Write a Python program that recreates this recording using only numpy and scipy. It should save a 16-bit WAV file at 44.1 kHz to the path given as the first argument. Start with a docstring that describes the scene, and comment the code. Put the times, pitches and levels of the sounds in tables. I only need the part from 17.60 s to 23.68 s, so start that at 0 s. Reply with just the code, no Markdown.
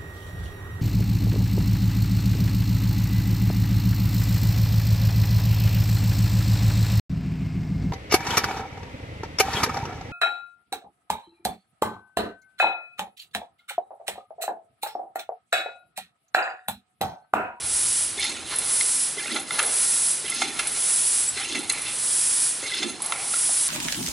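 """Floor pump in a concrete basement

A steel pump fills a bicycle tyre: a push already under way, then five full strokes. Each push rubs and sizzles
at first while the hiss of air into the tyre swells. Each lift scrapes the piston up the ringing barrel, with a
hollow gulp of air at its fastest. The loose rod knocks, ticks and squeals. Friction is grains of noise through
resonances, air is filtered noise, and the walls add a diffuse tail."""
import sys
import numpy as np
from scipy import signal
from scipy.fft import irfft
from scipy.io import wavfile

SR = 44100
rng = np.random.default_rng(int(sys.argv[2]) if len(sys.argv) > 2 else 0)


def persist_wave(psi):
    """Save psi, clipped to +-1, as 16-bit WAV."""
    counts = np.round(np.clip(psi, -1, 1) * 32767).astype(np.int16)
    wavfile.write(sys.argv[1], SR, np.atleast_2d(counts).T)


N = 268260
TOP_HZ = 11020
T = np.arange(N) / SR
FREQS = np.maximum(np.fft.rfftfreq(4096, 1 / SR), 1)  # never 0, for the logarithms


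def undb(db):
    """Decibels to gain."""
    return 10 ** (np.asarray(db) / 20)


def unit(x):
    """Scale to rms 1."""
    return x / np.sqrt(np.mean(x ** 2))


def noise():
    """White noise over the whole scene."""
    return rng.standard_normal(N)


def burst(decay):
    """Noise that starts at full level and dies away in `decay` seconds."""
    t = T[:SR // 8]
    return rng.standard_normal(len(t)) * np.exp(-t / decay)


def walk(rate):
    """Random control signal that takes a new direction `rate` times a second, rms 1."""
    steps = rng.standard_normal(4096)
    return unit(np.interp(T * rate, np.arange(len(steps)), steps))


def grains(rate, spread_db):
    """Dense tiny slips of uneven size, `rate` a second on average."""
    slipping = rng.random(N) < rate / SR
    return unit(noise() * slipping * undb(spread_db * noise()))


def shape(points):
    """Gain at every frequency from (Hz, dB) points."""
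    hz, db = np.transpose(points)
    return undb(np.interp(np.log(FREQS), np.log(hz), db))


def modes(table):
    """Frequency response of a set of damped resonances."""
    return sum(undb(db) / (1 + 1j * (FREQS ** 2 - hz ** 2) / (FREQS * width)) for hz, width, db in table)


def through(x, response):
    """Filter by a frequency response, with nothing left far above TOP_HZ."""
    kernel = np.fft.fftshift(irfft(response * (FREQS < TOP_HZ + 500)))
    return signal.oaconvolve(x, kernel[1:], mode="same")


def add(track, s, sound):
    """Mix a short sound into a track from time s on."""
    start = max(int(s * SR), 0)
    part = track[start:start + len(sound)]
    part += sound[:len(part)]


def ramp(s, length):
    """Rises from 0 to 1, starting at time s."""
    return np.clip((T - s) / length, 0, 1)


def envelope(s, attack, hold, fade):
    """Straight attack from time s, full level until `hold` after s, then an exponential fade."""
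    return ramp(s, attack) * np.exp(-np.maximum(T - s - hold, 0) / fade)


# Building air spectrum. Each row: frequency in Hz, relative level in dB.
BASEMENT_SPECTRUM = [(25, -34), (50, -18), (70, -9), (95, -20), (155, 5), (195, -1), (260, 4), (400, 2),
                     (700, -0.5), (2000, -4.5), (5000, -20), (11000, -58)]
# Slow swell of the building's rumble. Each row: time in seconds, level in dB.
RUMBLE = [(0, -53), (.9, -57.5), (1.6, -64), (3.3, -64), (3.75, -56), (4.4, -64), (6.08, -64)]


def basement(air_db=-47.5, hum_hz=122, hum_db=-65, waver_db=2, rumble_hz=85, rumble_width_hz=80):
    """Steady air of the building, a slowly swelling rumble and a faint hum that wavers in level."""
    air = undb(air_db) * unit(through(noise(), shape(BASEMENT_SPECTRUM)))
    hum = np.sqrt(2) * np.sin(2 * np.pi * hum_hz * T) * undb(hum_db + waver_db * walk(4.53))
    rumble = unit(through(noise(), modes([(rumble_hz, rumble_width_hz, 0)]) ** 2))
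    return air + rumble * undb(np.interp(T, *np.transpose(RUMBLE))) + hum


LAST_PUSH_ENDS_S = 6.22


def push_spans():
    """Start and end of each push: it lasts until the next lift."""
    starts = [row[0] for row in PUSHES]
    ends = [row[0] for row in LIFTS] + [LAST_PUSH_ENDS_S]
    return list(zip(starts, ends))


def air_column(x, echo, long_m=.5, short_m=0.1457):
    """Sound runs up and down the air above the piston: a comb of resonances that rises with the handle."""
    length = np.interp(T, np.ravel(push_spans()), [short_m, long_m] * len(PUSHES))
    trip = 2 * length / 343  # there and back at the speed of sound in m/s
    return sum(echo ** k * np.interp(T - k * trip, T, x) for k in range(4))


# Handle going down. Each row: start in seconds, time to build full pressure in seconds, hiss level in dB,
# seal rub level in dB, seal sizzle level in dB (all relative).
PUSHES = [(-.07, 0.23, -25, -40.5, -32.5), (0.887, 0.27, -25, -34.5, -35), (1.898, 0.32, -24, -32.5, -30),
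          (2.942, 0.37, -24, -34, -33.5), (4.091, 0.49, -24, -37, -48), (5.423, 0.43, -24.5, -39.5, -39)]
# Resonances of the steel barrel and rod. Each row: frequency in Hz, width in Hz, relative level in dB.
BARREL = [(800, 133, -3), (1370, 113, 0), (1680, 74, -10.5), (2095, 85, 3.5), (2290, 280, -8),
          (2695, 64, 2), (3165, 85, -6), (3530, 160, 0), (4120, 124, 3), (5076, 62, 1), (6390, 190, -1.5),
          (8140, 370, -7.5), (9650, 170, -8), (10575, 70, 3)]
# Seal rub spectrum. Each row: frequency in Hz, relative level in dB.
RUB_SPECTRUM = [(150, -4.5), (450, 8), (700, 2), (1150, 4.5), (2200, 2), (3200, 2.5), (4200, 3.5),
                (5500, 1), (11000, -5)]
# Resonances of air leaking past the seal. Each row: frequency in Hz, width in Hz, relative level in dB.
SEAL = [(11500, 150, -1.5), (10740, 62, 5.5), (10180, 56, 2.5)]
# the rub fades right after its attack, the sizzle once full pressure is reached
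SEAL_ATTACK_S, RUB_FADE_S, SIZZLE_FADE_S = 0.024, 0.32, 0.079


def push(rub_db=0, sizzle_db=0, ring_db=3, rough_db=1.5, sputter_db=4.5):
    """The seal rubs down the wall while squeezed air sizzles past it."""
    slips = air_column(grains(rate=9000, spread_db=2.5), echo=0.13) * undb(rough_db * walk(80))
    rub = unit(through(slips, shape(RUB_SPECTRUM) * (1 + undb(ring_db) * modes(BARREL))))
    leak = grains(rate=2500, spread_db=1.5)
    sizzle = unit(through(leak, modes(SEAL))) * undb(sputter_db * walk(30))
    rubbing = sum(undb(db) * envelope(s, SEAL_ATTACK_S, SEAL_ATTACK_S, RUB_FADE_S) for s, _, _, db, _ in PUSHES)
    leaking = sum(undb(db) * envelope(s, SEAL_ATTACK_S, build, SIZZLE_FADE_S) for s, build, _, _, db in PUSHES)
    return undb(rub_db) * rub * rubbing + undb(sizzle_db) * sizzle * leaking


# the flow starts weak, swells with the pressure, holds, drops as the handle slows, then the hose bleeds off
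CRACK_DB, OPEN_S, SLOWING_S, SLOWING_DB, BLEED_S = -18.5, 0.034, 0.12, -13, 0.11


def airflow():
    """Air through the valve: it swells as pressure builds and drops as the handle nears the bottom."""
    flow = 0
    for (s, build, db, _, _), (_, end) in zip(PUSHES, push_spans()):
        unbuilt = np.cos(np.pi / 2 * ramp(s, build)) ** 2
        level_db = db + CRACK_DB * unbuilt + SLOWING_DB * ramp(end - SLOWING_S, SLOWING_S)
        flow = flow + undb(level_db) * envelope(s - OPEN_S, OPEN_S, end - s + OPEN_S, BLEED_S)
    return flow


# Air hiss spectrum. Each row: frequency in Hz, relative level in dB.
HISS_SPECTRUM = [(60, -67), (200, -68), (700, -22), (1400, -18.5), (2600, -17), (4400, -13), (5500, -9.5),
                 (6900, -10), (7800, -3.5), (9000, -1.5), (10300, 2.5), (11000, 0)]


def valve(hiss_db=3.0, flutter_db=0.33, hose_echo=0.15, hose_s=.0021, weak_dull=0.65):
    """Turbulent jet through the hose into the tyre, brighter the harder it blows."""
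    flow = airflow() + undb(-105)  # never 0, for the division
    hose = 1 + hose_echo * np.exp(-2j * np.pi * FREQS * hose_s)
    jet = unit(through(noise(), shape(HISS_SPECTRUM) * hose)) * undb(flutter_db * walk(150))
    low = through(jet, 1 / (1 + (FREQS / 5000) ** 4))
    low_boost = (flow.max() / flow) ** weak_dull - 1
    return undb(hiss_db) * flow * (jet + low * low_boost)


def squeaks(count=1600, centre_hz=2900, octaves=.45, length=0.00459, glide=0.0256):
    """Stick and slip: brief gliding squeaks, each with its own pitch and strength."""
    out, t = np.zeros(N), T[:SR // 20] - .025
    starts = rng.uniform(0, T[-1], count)
    chances = np.clip(rng.standard_normal((count, 3)), -2, 2)
    for s, (pitch, bend, size) in zip(starts, chances):
        hz = min(centre_hz * 2 ** (octaves * pitch), TOP_HZ) * (1 + glide * bend * t / length / 2)
        add(out, s, np.exp(size / 2 - (t / length) ** 2) * np.sin(2 * np.pi * np.cumsum(hz) / SR))
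    return unit(out)


def wander(x):
    """The ringing wavers in pitch by a percent or two as the piston slides."""
    fine = signal.resample_poly(x, 4, 1)  # oversampled so the moving read stays clean
    return np.interp(T + .0004 * walk(25), np.arange(4 * N) / (4 * SR), fine)


# Handle coming up. Each row: start in seconds, time to top speed in seconds, scrape level in dB,
# gulp level in dB, gulp half length in seconds (levels relative).
LIFTS = [(0.543, 0.19, -30, -44.5, 0.085), (1.554, .19, -30, -36.5, 0.042),
         (2.625, 0.22, -30, -40.5, 0.071), (3.731, 0.24, -30, -36, 0.049), (4.991, 0.27, -31.5, -34, 0.041)]
# Scrape spectrum. Each row: frequency in Hz, relative level in dB.
SCRAPE_SPECTRUM = [(150, -30), (800, -1), (2000, -3), (4200, 1), (6000, 0.5), (11000, 5.5)]
# the scrape sets in quickly, holds until top speed, fades toward the top and stops at the next push
SCRAPE_ATTACK_S, SCRAPE_FADE_S, STOP_S = 0.039, 0.12, 0.018


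def lift(scrape_db=-2, rough_db=2, broad_db=-13, squeak_db=-7, shift_db=3.5):
    """The piston scrapes up in tiny slips, squeaking at speed; each barrel mode swells and fades by itself."""
    slips = air_column(grains(rate=9000, spread_db=0.0), echo=0.37) * undb(rough_db * walk(90))
    slips = through(slips, shape(SCRAPE_SPECTRUM))
    ring = sum(through(slips, modes([mode])) * undb(shift_db * walk(28)) for mode in BARREL)
    scrape = wander(unit(ring + undb(broad_db) * slips))
    speed = 0
    for (s, fastest, db, _, _), following in zip(LIFTS, PUSHES[1:]):
        moving = envelope(s, SCRAPE_ATTACK_S, fastest, SCRAPE_FADE_S)
        speed = speed + undb(db) * moving * (1 - ramp(following[0], STOP_S))
    squeaky = undb(squeak_db) * squeaks() * speed / speed.max()
    return undb(scrape_db) * (scrape + squeaky) * speed


# Dull taps as the seal flips over and the base rocks. Each row: start in seconds, relative level in dB, pitch in Hz.
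TAPS = [(.575, -37, 400), (1.57, -34.5, 398), (2.643, -36.5, 402), (3.766, -39, 423), (5.027, -35.5, 424),
        (5.402, -39.5, 920), (5.892, -34, 710)]


def taps(tap_db=-12, decay=0.014, width_hz=110):
    """Soft contacts that ring for a few cycles."""
    out = np.zeros(N)
    for s, db, hz in TAPS:
        add(out, s, undb(db + tap_db) * unit(through(burst(decay), modes([(hz, width_hz, 0)]))))
    return out


# Small sharp ticks of rod and handle. Each row: start in seconds, relative level in dB.
TICKS = [(0.596, -16.5), (.641, -18), (.958, -17), (0.986, -12), (1.753, -21), (1.796, -21.5), (2.027, -14),
         (2.699, -15), (2.744, -19), (2.992, -17), (3.071, -11.5), (3.989, -22.5), (4.096, -10.5),
         (4.122, -14), (4.178, -23), (4.218, -17.5), (5.42, -14.5), (5.46, -15)]
# Tick spectrum. Each row: frequency in Hz, relative level in dB.
TICK_SPECTRUM = [(100, -30), (1200, -25), (2500, -8), (6500, -6), (8200, 6), (9400, 1), (10500, 14)]


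def ticks(tick_db=2, decay=0.0089, ring_db=0, snap_db=14):
    """Light metal contacts, each a sharp snap and a few milliseconds of bright buzz."""
    blows = np.zeros(N)
    for s, db in TICKS:
        buzz = burst(decay)
        snap = undb(snap_db) * signal.unit_impulse(len(buzz))
        add(blows, s, undb(db) * (buzz + snap))
    colour = shape(TICK_SPECTRUM) * (1 + undb(ring_db) * modes(BARREL))
    return undb(tick_db) * through(blows, colour / np.sqrt(np.mean(np.abs(colour) ** 2)))


# Rod and seal squeals. Each row: middle in seconds, relative level in dB, half length in seconds,
# pitch in Hz, glide in octaves per second.
SQUEALS = [(0.601, -29, 0.015, 2166, 1.5), (0.629, -26, .009, 3660, 0.5), (0.651, -30.5, 0.01, 2060, 5.5),
           (0.666, -28, .007, 3600, 0.5), (0.872, -39, 0.024, 3400, -8.5), (0.929, -32, 0.014, 1846, -22.5),
           (1.587, -32.5, .01, 2080, -0.5), (2.658, -36, .012, 2100, 2.5), (2.725, -23.5, 0.004, 2080, 0.5),
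           (3.78, -28.5, .012, 2070, 2), (3.915, -33, 0.011, 3390, -2), (5.056, -31, .025, 2105, 1.5),
           (5.089, -34, 0.02, 3850, -12.5), (5.129, -25.5, 0.011, 2056, -0.5),
           (5.146, -26.5, 0.012, 3590, 3), (5.186, -30, .009, 5150, 2)]


def squeals(squeal_db=0, waver_hz=55, rough_db=3, slip_hz_per_glide=22):
    """Stick and slip locks onto one pitch for a moment; the faster it slides away, the scratchier it gets."""
    out = 0
    for s, db, length, centre_hz, glide in SQUEALS:
        gliding_hz = centre_hz * 2 ** (glide * np.clip(T - s, -.05, .05))
        scratch_hz = slip_hz_per_glide * abs(glide) * walk(600)
        hz = gliding_hz + waver_hz * walk(150) + scratch_hz
        out = out + undb(db) * np.exp(-((T - s) / length) ** 2) * np.sin(2 * np.pi * np.cumsum(hz) / SR)
    return undb(squeal_db + rough_db * walk(180)) * out


# The rod knocks in its guide. Each row: hardest contact in seconds, relative level in dB, chatter length in seconds,
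# brightness in dB per octave, pitch that is favoured in Hz.
KNOCKS = [(.629, -26.5, 0.0059, 3.5, 4100), (1.21, -20.5, 0.0025, 0.5, 4270),
          (1.659, -33.5, 0.003, -9, 2100), (1.764, -28.5, 0.019, -6.5, 820), (1.908, -20, 0.0014, -4, 2160),
          (1.992, -20, 0.0063, -1.5, 4200), (2.726, -36, 0.0087, -7, 2080), (2.82, -19.5, 0.0057, -2, 2100),
          (2.995, -23, 0.0084, -1.5, 2620), (3.776, -29, 0.003, 0, 2080), (3.848, -33, 0.0016, -2, 4100),
          (3.953, -27.5, 0.012, -2, 6400), (4.099, -19.5, 0.0048, 3.5, 1980),
          (5.231, -24, 0.0079, -1.5, 2100), (5.523, -19, 0.0019, -3.5, 3580),
          (5.738, -25.5, 0.0032, -6.5, 1400)]


def knocks(knock_db=0, broad_db=-19, vary_db=4.0, low_hz=760, top_hz=6000, rise=0.42,
           favour_db=3, favour_octaves=0.21):
    """One hard contact inside a chatter of small ones; where it lands decides which modes ring most."""
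    out, t = np.zeros(N), T[:SR // 5] - T[SR // 10]
    contact = 1 / (1 + (low_hz / FREQS) ** 2) / (1 + 1j * FREQS / top_hz)
    blow = .36 * (t == 0)
    for s, db, length, tilt_db, ring_hz in KNOCKS:
        struck = [(hz, width, gain + vary_db * rng.standard_normal()) for hz, width, gain in BARREL]
        body = modes(struck) + undb(broad_db)
        tilt = tilt_db * np.log2(np.maximum(FREQS, BARREL[0][0]))
        favour = favour_db * np.exp(-(np.log2(FREQS / ring_hz) / favour_octaves) ** 2)
        chatter = rng.standard_normal(len(t)) * np.exp(-np.maximum(t, -t / rise) / length)
        ring = through(chatter / np.linalg.norm(chatter) + blow, body * contact * undb(tilt + favour))
        # longer chatter carries more energy
        add(out, s + t[0], undb(db + knock_db) * ring * np.sqrt(2 * length * SR) / np.linalg.norm(ring))
    return out


# Rasps around one pitch: mostly the seal catching, while the rows near 2.0 s give the rod's knock there its
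# fuller body. # Each row: middle in seconds, relative level in dB, half length in seconds, pitch in Hz.
SCUFFS = [(0.646, -27.5, 0.042, 4030), (0.925, -35.5, 0.045, 3580), (1.73, -34.5, 0.034, 3400),
          (1.998, -20, 0.0082, 1500), (2.025, -33, 0.025, 1700), (2.045, -36.5, 0.075, 530),
          (2.801, -31, 0.062, 4440), (3.81, -36, 0.045, 2100), (3.915, -33.5, 0.05, 4100),
          (4.283, -33, 0.037, 2930), (5.175, -31, 0.075, 3800), (5.544, -40, 0.13, 850)]


def scuffs(scuff_db=0, width=0.92, ring_db=4):
    """Short gritty rasps that ring the barrel a little, as wide as a share of their pitch."""
    out, t = np.zeros(N), T[:SR // 2] - .25
    for s, db, length, hz in SCUFFS:
        slips = grains(rate=3500, spread_db=2)[:len(t)]
        colour = modes([(hz, width * hz, 0)]) ** 2 * (1 + undb(ring_db) * modes(BARREL))
        rasp = unit(through(slips, colour))
        add(out, s + t[0], undb(db + scuff_db) * rasp * np.exp(-(t / length) ** 2))
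    return out


# Resonances of the air intake. Each row: frequency in Hz, width in Hz, relative level in dB.
INTAKE = [(253, 63, -2), (324, 133, 5.5)]


def intake(gulp_db=0):
    """Fresh air is drawn past the seal with a hollow gulp when the lift is fastest."""
    swell = sum(undb(db) / (1 + ((T - s - fastest) / length) ** 2) for s, fastest, _, db, length in LIFTS)
    return undb(gulp_db) * swell * unit(through(noise(), modes(INTAKE) ** 2))


# The rod rattles on after a knock. Each row: start in seconds, level in dB.
RATTLES = [(2.83, -37), (3.0, -38), (4.105, -34.5), (5.53, -36.5)]


def rattles(centre_hz=2250, width_hz=750, fade=.1):
    """After a hard knock the loose rod keeps bouncing in its guide."""
    bounces = unit(through(grains(rate=900, spread_db=1), modes([(centre_hz, width_hz, 0)]) ** 2))
    return bounces * sum(undb(db) * (T > s) * np.exp(-np.maximum(T - s, 0) / fade) for s, db in RATTLES)


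# The valve chirps once as it shuts. The one row: middle in seconds, half length in seconds, start pitch in Hz,
# end pitch in Hz, level in dB.
CHIRP = (3.689, .012, 7860, 7740, -21)


def chirp(waver_hz=45):
    """The closing valve whistles on a falling, wavering pitch."""
    s, length, start_hz, end_hz, db = CHIRP
    hz = np.interp(T, [s - length, s + length], [start_hz, end_hz]) + waver_hz * walk(180)
    return undb(db) * np.exp(-((T - s) / length) ** 2) * np.sqrt(2) * np.sin(2 * np.pi * np.cumsum(hz) / SR)


def concrete(x, wet_db=-10, t60=0.65, dull_hz=4500):
    """Diffuse tail of bare walls, weaker in the treble."""
    t = T[:SR]
    tail = rng.standard_normal(SR) * undb(-60 * t / t60) * (1 - np.exp(-t / 0.0013))
    tail = through(tail / np.linalg.norm(tail), 1 / (1 + 1j * FREQS / dull_hz))
    return undb(wet_db) * signal.fftconvolve(x, tail)[:N]


# Scattered side signal. 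Each row: frequency in Hz, side minus mid in dB.
SIDE_DB = [(30, -20), (70, -9), (140, -7), (300, -12), (1000, -17), (4300, -14.5), (8000, -14)]
# Balance of the two ports. Each row: frequency in Hz, left minus right in dB.
LEAN_DB = [(70, -9), (280, -2.5), (600, -1.5), (1200, -1.1), (3000, -1.5), (9000, -1)]


def ports(mid, diffuse, spread_s=0.011):
    """Near reflections and diffuse sound differ between two close microphone ports; the right hears more."""
    scatter = burst(spread_s)
    reflections = signal.oaconvolve(mid, scatter / np.linalg.norm(scatter))[:N]
    side = diffuse + through(reflections, shape(SIDE_DB))
    lean = np.sqrt(shape(LEAN_DB))  # half the difference on each side
    return np.array([through(mid + side, lean), through(mid - side, 1 / lean)])


def scene(side_wet_db=-9, side_rumble_db=-65):
    """The pump and the valve in the basement, heard in stereo."""
    air = valve() + intake() + chirp()
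    friction = push() + lift() + squeals() + scuffs()
    contacts = taps() + ticks() + knocks() + rattles()
    pump = air + friction + contacts
    side_rumble = unit(through(noise(), modes([(85, 140, 0)]) ** 2))
    diffuse = undb(side_wet_db) * concrete(pump) + undb(side_rumble_db) * side_rumble
    return ports(pump + concrete(pump) + basement(), diffuse)


def record(dry):
    """A steep low-pass cuts off the top of the treble."""
    return signal.sosfilt(signal.ellip(14, .1, 80, TOP_HZ, fs=SR, output="sos"), dry)


dry = scene()
out = record(dry)
persist_wave(out)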